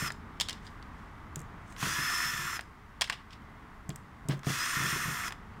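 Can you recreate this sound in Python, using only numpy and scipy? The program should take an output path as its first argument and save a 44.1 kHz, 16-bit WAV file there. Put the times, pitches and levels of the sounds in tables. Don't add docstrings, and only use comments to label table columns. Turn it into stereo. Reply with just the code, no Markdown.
import sys
import numpy as np
from scipy import signal
from scipy.fft import rfft, irfft, next_fast_len
from scipy.io import wavfile
from scipy.ndimage import uniform_filter1d

SR = 44100
rng = np.random.default_rng(int(sys.argv[2]) if len(sys.argv) > 2 else 0)


def level_to_linear(level):
    exponent = np.asarray(level, float) / 20
    return 10 ** exponent


def generate_wav(signal):
    frames = np.transpose(np.atleast_2d(signal))
    scaled = np.clip(frames, -1, 1) * 32767
    pcm = np.round(scaled).astype(np.int16)
    wavfile.write(sys.argv[1], SR, pcm)


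N = 246959
SIZE = next_fast_len(N + 8192)
HZ = np.maximum(np.arange(SIZE // 2 + 1) * SR / SIZE, 1.)
TIME = np.arange(N) / SR
TOP_HZ = 15750
RIGHT_LAG_S = 0.00012

# (time [s], one per run)
PULL_TIMES = (-1, 1.7642, 4.4328)
LATCH_TIMES = (.1039, 2.5925, 5.3064)
# (commutator whine over rattle [dB], latch click over its usual [dB])
RUNS = [
    (-21, 0.0),
    (-7, 1),
    (-12.5, -6),
]
# (time [s], rattle level [dB], mesh whine over rattle [dB])
GEAR_LOAD = [
    [(0.0, -38.5, -2), (.11, -40.5, -1.5)],
    [(1.76, -39, -7), (1.89, -37.5, -3), (2.0, -36.5, -3.5), (2.18, -35.5, 1), (2.35, -38, -2.5),
     (2.6, -41, -9.5)],
    [(4.43, -39, -9), (4.55, -37.5, -7), (4.62, -36, -3), (4.8, -35.5, -13), (4.9, -35.5, -6),
     (5.1, -38.5, -10), (5.32, -39.5, -11)],
]
WHINE_MULTIPLES = (1, 2, 10, 20, 21, 25, 28, 31, 32, 34, 35, 36, 37, 41)
# (left level [dB], right level [dB], change after the regrip [dB])
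UPPER_WHINE = [(-24.5, -28, 1.5), (-25.5, -41, 4), (-14.5, -30, -3), (-24, -27, 3), (-13, -17, -8),
               (-14.5, -35, 5), (-21, -32, -10), (-24, -32, -3), (-26, -37, 4), (-27, -40, -3.5),
               (-8, -40, -3), (-11, -41, -5), (-30, -38.5, -4), (-17, -30, -5)]
WHINE_PAN_DB = {5: -24, 15: 12.5}
# (frequency [Hz], left level [dB], right level [dB])
HOUSING = [(320, -19.5, -17), (509.26, -23.5, -36), (794, -20, -37), (972, -5.5, -9.5), (1363, 2, 2.5),
           (1570, -4.5, -1), (1847, 0, 4.5), (2213, -18, 0), (2470, 0, -38), (3440, -25.5, -38)]
# (frequency [Hz], left level [dB], right level [dB])
VENTS = [(1765.7, -24, -20), (2620, -3.5, -4.5), (3100, -3, -7.5), (3440, 2, -0.5), (3793.7, -7.5, -23.5),
         (4368.7, -3.5, -6), (4376, -7.5, -11.5), (5780, -1.5, -15.5), (7058, -7, -13.5),
         (7897, -16, -10.5), (8888, -9, -21), (10700, -13, -31), (14950, -16, -52), (15953, -26, -25)]
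# (time after pull or latch [s], ring level [dB], skin over ring [dB], steel over ring [dB], mode [Hz])
TRIGGER_CLICKS = [
    (-.04, -51.5, 7, -1, 6500),
    (0.0, -43, 6.5, -16, 3500),
]
BRAKE_CLICKS = [
    (-.0257, -36.5, -4, -16, 1800),
    (0.0169, -41.5, 0.5, 1.5, 5000),
]
LATCH_CLICK = (0.0, -39, 11, -18, 1680)
# (time [s], ring level [dB], skin over ring [dB], loudest mode [Hz])
SCREW_BOUNCES = [(0.4, -22.5, -6, 3120), (0.4093, -18, -8, 3260), (0.4146, -22.5, -12, 3680),
                 (0.4861, -27, -4, 4420), (0.495, -24, -16, 3110), (0.5073, -34, -11.5, 2930),
                 (0.5292, -32.5, -20, 4800), (3.0109, -19.5, -4.5, 4720), (3.018, -17, -3, 3300),
                 (3.0415, -33, -2, 2682), (3.0746, -47, 6, 2000), (3.0983, -25, 2.5, 2720),
                 (3.1241, -39, 4, 2820), (3.1287, -35.5, -9, 2700), (3.1386, -45, -3, 1215)]
# (time [s], ring
# level [dB], skin over ring [dB], loudest mode [Hz])
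FITTING_KNOCKS = [(0.3715, -66, 14, 3080), (0.6666, -42, -14, 4860), (0.674, -48, -10, 4900),
                  (0.8263, -46, -2, 4550), (1.8273, -41.5, 16, 1070), (2.0995, -29.5, -3, 1753),
                  (3.3067, -48, -24.5, 2562), (3.3309, -44.5, -19, 2636), (3.4191, -60, 0, 3022),
                  (3.903, -38.5, -1, 3250), (4.4465, -42, 3, 1280), (4.468, -43, 13, 680),
                  (5.3217, -52, 19, 1760)]
# (time [s], ring level [dB], skin over ring [dB], loudest mode [Hz])
BIT_TICKS = [
    (1.3586, -41.5, 2.5, 7037),
    (1.393, -54.5, -5.5, 6626),
    (1.4029, -56, -0.5, 7671),
    (1.4165, -59, 1.5, 7497),
    (3.8929, -46.5, 6.5, 7500),
    (3.9594, -46.5, 1, 8090),
    (4.2864, -40, 1, 7800),
]
# (start [s], hardest [s], end [s], level [dB], brighter by [dB])
SCRAPES = [
    (.415, .425, .484, -43, -1),
    (3.02, 3.035, 3.097, -42, -3),
    (0.495, 0.498, 0.6, -41, -6.5),
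    (0.595, 0.653, 0.78, -54, -1),
    (.93, .99, 1.2, -62.5, -2),
    (1.63, 1.71, 1.8, -58.5, 8.5),
    (3.125, 3.127, 3.23, -48, -11),
    (3.29, 3.33, 3.38, -49, -7),
    (3.96, 3.975, 4.6, -70, -7),
    (4.286, 4.31, 4.36, -34.5, -8.5),
]
# (frequency [Hz], width [Hz], left level [dB], right level [dB])
SKIN_MODES = [(702, 125, -10.5, -21), (1096, 130, 3.5, -4), (1497, 990, 1, -14), (1716, 526.5, 2, 4.5)]
SCREW_MODES = [(2770, 150, -2, -15), (3110, 610, 2, -7.5), (3710, 610, 1, -1), (4239.6, 385.1, 0, -11),
               (5156.2, 510, -2, -11.5)]
TICK_MODES = [(6300, 890, 8, -2), (7720, 710, 7, -2), (8930, 590, 8, -2.5), (10879, 960, -6.5, -22.5),
              (13212, 1900, -3.5, -15.5), (14401, 400, -23, -38.5)]
STEEL_MODES = [(7588, 1101, -5.5, -5), (9751, 1695, 2, -7.5), (12700, 1632, 3.5, -9),
               (14735, 1500, -3, -10)]
# (time [s], level [dB])
PUSHES = [(0.022, -29.5), (1.368, -33.5), (1.381, -43), (1.828, -26.5), (1.869, -30.5), (1.899, -49),
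          (3.89, -29), (4.254, -38.5), (4.287, -27), (4.469, -21), (4.499, -32.5)]
# (time [s], level [dB])
JOLTS = [(1.985, -30.5), (2.254, -38), (2.334, -37.5), (2.391, -36.5), (2.449, -42), (4.2931, -22),
         (4.3073, -27.5), (4.329, -33), (4.767, -28.5), (4.802, -28), (4.819, -30.5), (4.839, -34),
         (4.864, -30), (4.925, -26.5), (4.959, -30), (5.054, -31.5), (5.079, -26.5), (5.103, -33),
         (5.124, -39.5)]
# (frequency [Hz], level [dB], t60 [s])
TOP_MODES = [(109.7, -17.5, 0.68), (138.5, 0, 0.24672), (155.2, -1, 0.19), (188.4, -8, 0.2),
             (260.82, -12, 0.13), (339, -13.5, 0.15), (423, -10, 0.13), (560, -23, 0.093), (650, 1, 0.086)]
# (frequency [Hz], level [dB per Hz])
TRAFFIC_SPECTRUM = [(12, -33), (20, -2.5), (60, 0.5), (101, -2.5), (127, -7), (222, -5), (270, -8),
                    (377, -16), (422, -11.5), (499, -19), (1090, -7), (1710, -16), (2020, -15.5),
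                    (2390, -24), (16000, -53.5)]
# (frequency [Hz], left minus right [dB])
TRAFFIC_PAN = [(60, 0), (350, -1.5), (700, 1.5), (1500, -.5), (2200, -1.5), (3500, 5.5), (5500, 3),
               (8000, .5)]
# (time [s], swell [dB])
TRAFFIC_SWELL = [
    (0, 2),
    (.7, 3),
    (1.2, 1.5),
    (1.7, 1.5),
    (2.8, -1.5),
    (3.6, -1),
    (4.2, 0),
    (5.6, 0.5),
]
# (frequency [Hz], near sources [-1 to 1], far sources [-1 to 1])
ALIKE = [(150, 0.94, 1), (294, 0.63, 0.73), (616, -.2, -.4), (1095, 1, 0), (1620, 0.66, 0.1),
         (2834.4, 0.59, 0), (4140.5, 0.63, 0), (5937, 0.51, 0.1), (9116, 0.2, 0), (15000, 0.7, 0)]

FREE_HZ, FULL_HZ, START_SHARE, SPIN_UP_S = 352, 347.4, .505, .074
SOFT_START_S, SOFT_START_DB = .075, -20.5
BRAKE_S, BRAKE_DROP_HZ, BRAKE_SURGE_DB, CUT_S, CUT_DB = .066, 40, 5.5, 0.023, -25
LOADED_DB, WHINE_PER_LOAD, HISS_PER_LOAD = -36, 1.5, 0.35
HISS_FULL_DB, HISS_SLOW_DB, HISS_BRAKED_DB = -1, 22.5, -3.5
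HISS_WAKE_DB, HISS_WAKE_S, MESH_BRAKED_DB = -16, .016, 7
REGRIP_S = 3.5
# (steel tick over ring [dB], t60 [s], more t60 per dB of skin [s]); flat landings ring longer
SCREW_HIT, FITTING_HIT, BIT_HIT = (-7.5, .038, .0012), (-15, 0.028, 0), (9, .0155, 0)
SWITCH_T60_S, BRAKE_T60_S = 0.019, 0.023
SCRAPE_FADE_DB, SCRAPE_EDGE_DB = -21, -5.5
# (length [s], rattle over push [dB])
PUSH, JOLT = (.0018, -3.2), (0.0034, -6.5)


def drill():
    shaft_hz, rattle_db, hiss_db, commutator_db, mesh_db = motor()
    shaft_hz = np.maximum(shaft_hz, 100)
    angle = 2 * np.pi * np.cumsum(shaft_hz * (1 + 0.0008 * walk(40))) / SR
    angle = np.array([angle, angle - 2 * np.pi * shaft_hz * RIGHT_LAG_S])
    rattle = uniform_filter1d(level_to_linear(rattle_db), 90)
    hiss = uniform_filter1d(level_to_linear(rattle_db + hiss_db) * (hiss_db > -100), 90)
    alike = across(ALIKE)[0]
    teeth = rng.standard_normal((2, N)) * level_to_linear(2 * walk(400) + .5 * walk(33)) * rattle
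    pulsing = 1 + 0.21 * np.cos(angle[0])
    brushes = rng.standard_normal((2, N)) * pulsing * level_to_linear(1.0028 * walk(300) + .5 * walk(18)) * hiss
    housing = ports(teeth, alike, level_to_linear(2.5) * unit(level_to_linear(across(HOUSING))))
    vents = ports(brushes, alike, level_to_linear(1.5) * unit(level_to_linear(across(VENTS))))
    out = sound((housing + vents) * (HZ < TOP_HZ))
    speed = np.minimum(shaft_hz / FULL_HZ, 1)
    for k, db in ((5, commutator_db), (15, mesh_db)):
        side = level_to_linear(np.array([[.5], [-.5]]) * WHINE_PAN_DB[k])
        flutter = level_to_linear(db + 2.067 * walk(70) + 1.2 * walk(9))
        out += rattle * speed ** 6 * side * flutter * np.sin(k * angle + 0.28 * walk(150))
    for k, (left_db, right_db, regrip_db) in zip(WHINE_MULTIPLES, UPPER_WHINE):
        side = level_to_linear(np.array([[left_db + 2.0], [right_db + 7]]))
        flutter = level_to_linear(regrip_db * (TIME > REGRIP_S) + 5.0 * walk(5.91) + 1.612 * walk(90))
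        phase = k * angle + rng.uniform(0, 2 * np.pi) + 0.039 * k * walk(120)
        out += side * flutter * hiss * speed ** min(2 * k, 30) * np.sin(phase)
    return out


def motor():
    out = np.full((5, N), -120.)
    for pull, latch, (commutator_db, _), load in zip(PULL_TIMES, LATCH_TIMES, RUNS, GEAR_LOAD):
        on = (TIME >= pull) & (TIME <= latch)
        since, left = TIME[on] - pull, latch - TIME[on]
        braked = np.clip(1 - left / BRAKE_S, 0, 1)
        lag = START_SHARE * np.exp(-since / SPIN_UP_S)
        load_s, *levels = np.transpose(load)
        load_db, mesh_db = (np.interp(TIME[on], load_s, c) for c in levels)
        extra_db = load_db - LOADED_DB
        start_db = SOFT_START_DB * np.clip(1 - since / SOFT_START_S, 0, 1) ** 1.5
        cut_db = CUT_DB * np.clip(1 - left / CUT_S, 0, 1)
        hiss_db = HISS_FULL_DB + HISS_SLOW_DB * lag + HISS_WAKE_DB * np.exp(-since / HISS_WAKE_S)
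        out[:, on] = [FREE_HZ * (1 - lag) - BRAKE_DROP_HZ * braked ** 3,
                      load_db + start_db + cut_db + BRAKE_SURGE_DB * braked,
                      hiss_db + HISS_BRAKED_DB * braked + HISS_PER_LOAD * extra_db,
                      commutator_db + WHINE_PER_LOAD * extra_db,
                      mesh_db + MESH_BRAKED_DB * braked]
    return out


def contacts():
    buzz = uniform_filter1d(level_to_linear(rubbing() + 2.7 * walk(270) - 5.0), 300)
    blow, mode, bare = np.zeros((3, N)), np.zeros(N), np.zeros(N)
    age = TIME[:6000]
    taps, ticks = hits()
    for s, db, skin_db, tick_db, t60, hz in taps + ticks:
        i = int(s * SR)
        size = level_to_linear(np.array([db + skin_db, db, db + tick_db]))
        rate = np.log(1000) / max(t60, .004) * np.array([[.9], [1.05], [1.4]])
        buzz[:, i:i + 6000] += level_to_linear(-2.5) * size[:, None] * np.exp(-rate * age)
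        blow[:, i] += level_to_linear(13) * size
        strength = level_to_linear(-2.0) * np.interp(hz, [2000, 2500, 5400, 6000], size[[0, 1, 1, 2]])
        mode[i:i + 6000] += strength * np.exp(-1.35 * rate[1] * age) * np.sin(2 * np.pi * hz * age)
    for s, db, skin_db, tick_db, t60, hz in ticks:
        i = int(s * SR)
        bare[i:i + 6000] += level_to_linear(db + tick_db - 6.5) * 1000. ** (-age / (0.83 * t60))
    alike = across(ALIKE)[0]
    sides = [(hz, l_db, r_db) for hz, _, l_db, r_db in SKIN_MODES + SCREW_MODES + TICK_MODES]
    left_db, right_db = across(sides)
    out = ports([mode, mode], alike, level_to_linear(np.array([left_db - right_db, right_db - left_db]) / 2))
    bodies = (SKIN_MODES, SCREW_MODES, TICK_MODES, STEEL_MODES)
    for body, grains, hit in zip(bodies, [*buzz, bare], [*blow, 0]):
        response = 0
        for k, (hz, width, l_db, r_db) in enumerate(body):
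            side = level_to_linear(np.array([[l_db], [r_db]]))
            response = response + (-1) ** k * side * resonance(hz, 2.23 * width) ** 2
        out = out + ports(hit + grains * rng.standard_normal((2, N)), alike, unit(response))
    return sound(out * (HZ < TOP_HZ + 700))


def hits():
    def struck(rows, kind):
        tick_db, t60, longer = kind
        return [(s, db, skin_db, tick_db, t60 + longer * skin_db, hz) for s, db, skin_db, hz in rows]

    def after(start, rows, t60, more_db=0):
        return [(start + s, more_db + db, skin_db, tick_db, t60, hz) for s, db, skin_db, tick_db, hz in rows]

    taps = struck(SCREW_BOUNCES, SCREW_HIT) + struck(FITTING_KNOCKS, FITTING_HIT)
    ticks = struck(BIT_TICKS, BIT_HIT)
    for pull, latch, (_, latch_db) in zip(PULL_TIMES, LATCH_TIMES, RUNS):
        taps += after(latch, BRAKE_CLICKS, BRAKE_T60_S)
        taps += after(latch, [LATCH_CLICK], BRAKE_T60_S, latch_db)
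        if pull > 0:
            ticks += after(pull, TRIGGER_CLICKS, SWITCH_T60_S)
    return taps, ticks


def rubbing():
    lean = np.array([-1, 0, 1])
    spans = []
    for start, hardest, end, db, tilt_db in SCRAPES:
        body_db = db + tilt_db * lean + SCRAPE_EDGE_DB * lean ** 2
        faint_db = body_db + SCRAPE_FADE_DB
        spans.append([(start, *faint_db), (hardest, *body_db), (end, *faint_db)])
    return along(spans, -120)


def table_top():
    force, loose = np.zeros((2, N))
    for s, db, length, rattle_db in [(*p, *PUSH) for p in PUSHES] + [(*j, *JOLT) for j in JOLTS]:
        i, n = int(s * SR), max(int(length * SR), 20)
        force[i:i + n] += level_to_linear(db) * np.sin(np.pi * np.arange(n) / n) / n
        loose[i] += level_to_linear(db + rattle_db - 2.5)
    decay = 1000. ** (-TIME[:SR // 4] / .2)
    rocking = through(loose, rfft(decay, SIZE)) * rng.standard_normal((2, N)) * level_to_linear(3 * walk(120))
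    upper = resonance(283.0, 136.0) + 0.65 * resonance(380.0, 134) + 0.3 * resonance(570.0, 120.0)
    rattle = sound(ports(rocking, across(ALIKE)[0], level_to_linear(-9.5) * unit(upper)))
    age = TIME[:SR // 2]
    ring = sum(level_to_linear(db) * np.sin(2 * np.pi * hz * age) * 1000. ** (-age / t60) for hz, db, t60 in TOP_MODES)
    radiation = resonance(311.0, 374.0) * level_to_linear(np.array([[2.7], [3.3]]))
    return rattle + through(force, rfft(ring, SIZE) * radiation)


def yard(x, t60=0.27, wet_db=-13):
    age = TIME[:SR // 3]
    tail = rng.standard_normal((2, len(age))) * 1000. ** (-age / t60) * (age > .004)
    wash = rfft(tail / np.linalg.norm(tail[0]), SIZE) * resonance(1670.0, 10200)
    return x + level_to_linear(wet_db) * through(x, wash)


def traffic():
    pan_db = np.array([[.5], [-.5]]) * across(TRAFFIC_PAN)
    colour = unit(level_to_linear(across(TRAFFIC_SPECTRUM) + pan_db))
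    pair = ports(rng.standard_normal((2, N)), across(ALIKE)[1], colour * (HZ < TOP_HZ))
    swell_db = along([TRAFFIC_SWELL], 0)[0] + 0.78 * walk(2.1)
    octaves = np.log2(np.clip(HZ, 16, 16384))
    out = 0
    for octave in range(4, 15, 2):
        band = np.sqrt(np.clip(1 - np.abs(octaves - octave) / 2, 0, 1))
        level_db = swell_db * min(1, 10 / octave) ** 4 + 1.5 * walk(5.03)
        out = out + level_to_linear(level_db) * sound(pair * band)
    return level_to_linear(-50.33) * out


def capsules():
    return level_to_linear(-75) * through(rng.standard_normal((2, N)), 1. * (HZ < TOP_HZ))


def across(table):
    hz, *columns = np.transpose(table)
    return np.array([np.interp(np.log(HZ), np.log(hz), c) for c in columns])


def along(spans, off):
    out = np.full((len(spans[0][0]) - 1, N), 1. * off)
    for rows in spans:
        s, *columns = np.transpose(rows)
        on = (TIME >= s[0]) & (TIME <= s[-1])
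        out[:, on] = [np.interp(TIME[on], s, c) for c in columns]
    return out


def sound(spectrum):
    return irfft(spectrum, SIZE)[..., :N]


def through(x, response):
    return sound(rfft(x, SIZE) * response)


def unit(response):
    return response / np.sqrt(np.mean(np.abs(response) ** 2))


def resonance(hz, width):
    return 1 / (1 + 1j * (HZ / hz - hz / HZ) * hz / width)


def walk(rate):
    k = int(SR / rate)
    held = np.repeat(rng.standard_normal(N // k + 1), k)
    return 1.09 * uniform_filter1d(uniform_filter1d(held, k), k)[:N]


def ports(pair, share, response):
    first, second = rfft(pair, SIZE)
    share = np.clip(share, -1, 1)
    late = np.exp(-2j * np.pi * HZ * RIGHT_LAG_S)
    return response * np.array([first, share * late * first + np.sqrt(1 - share ** 2) * second])


def scene():
    return yard(drill() + contacts()) + table_top() + traffic() + capsules()


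def roll_off(x):
    return signal.sosfilt(signal.butter(12, 16580, fs=SR, output="sos"), x)


def record(dry):
    return roll_off(dry)


dry = scene()
out = record(dry)
generate_wav(out)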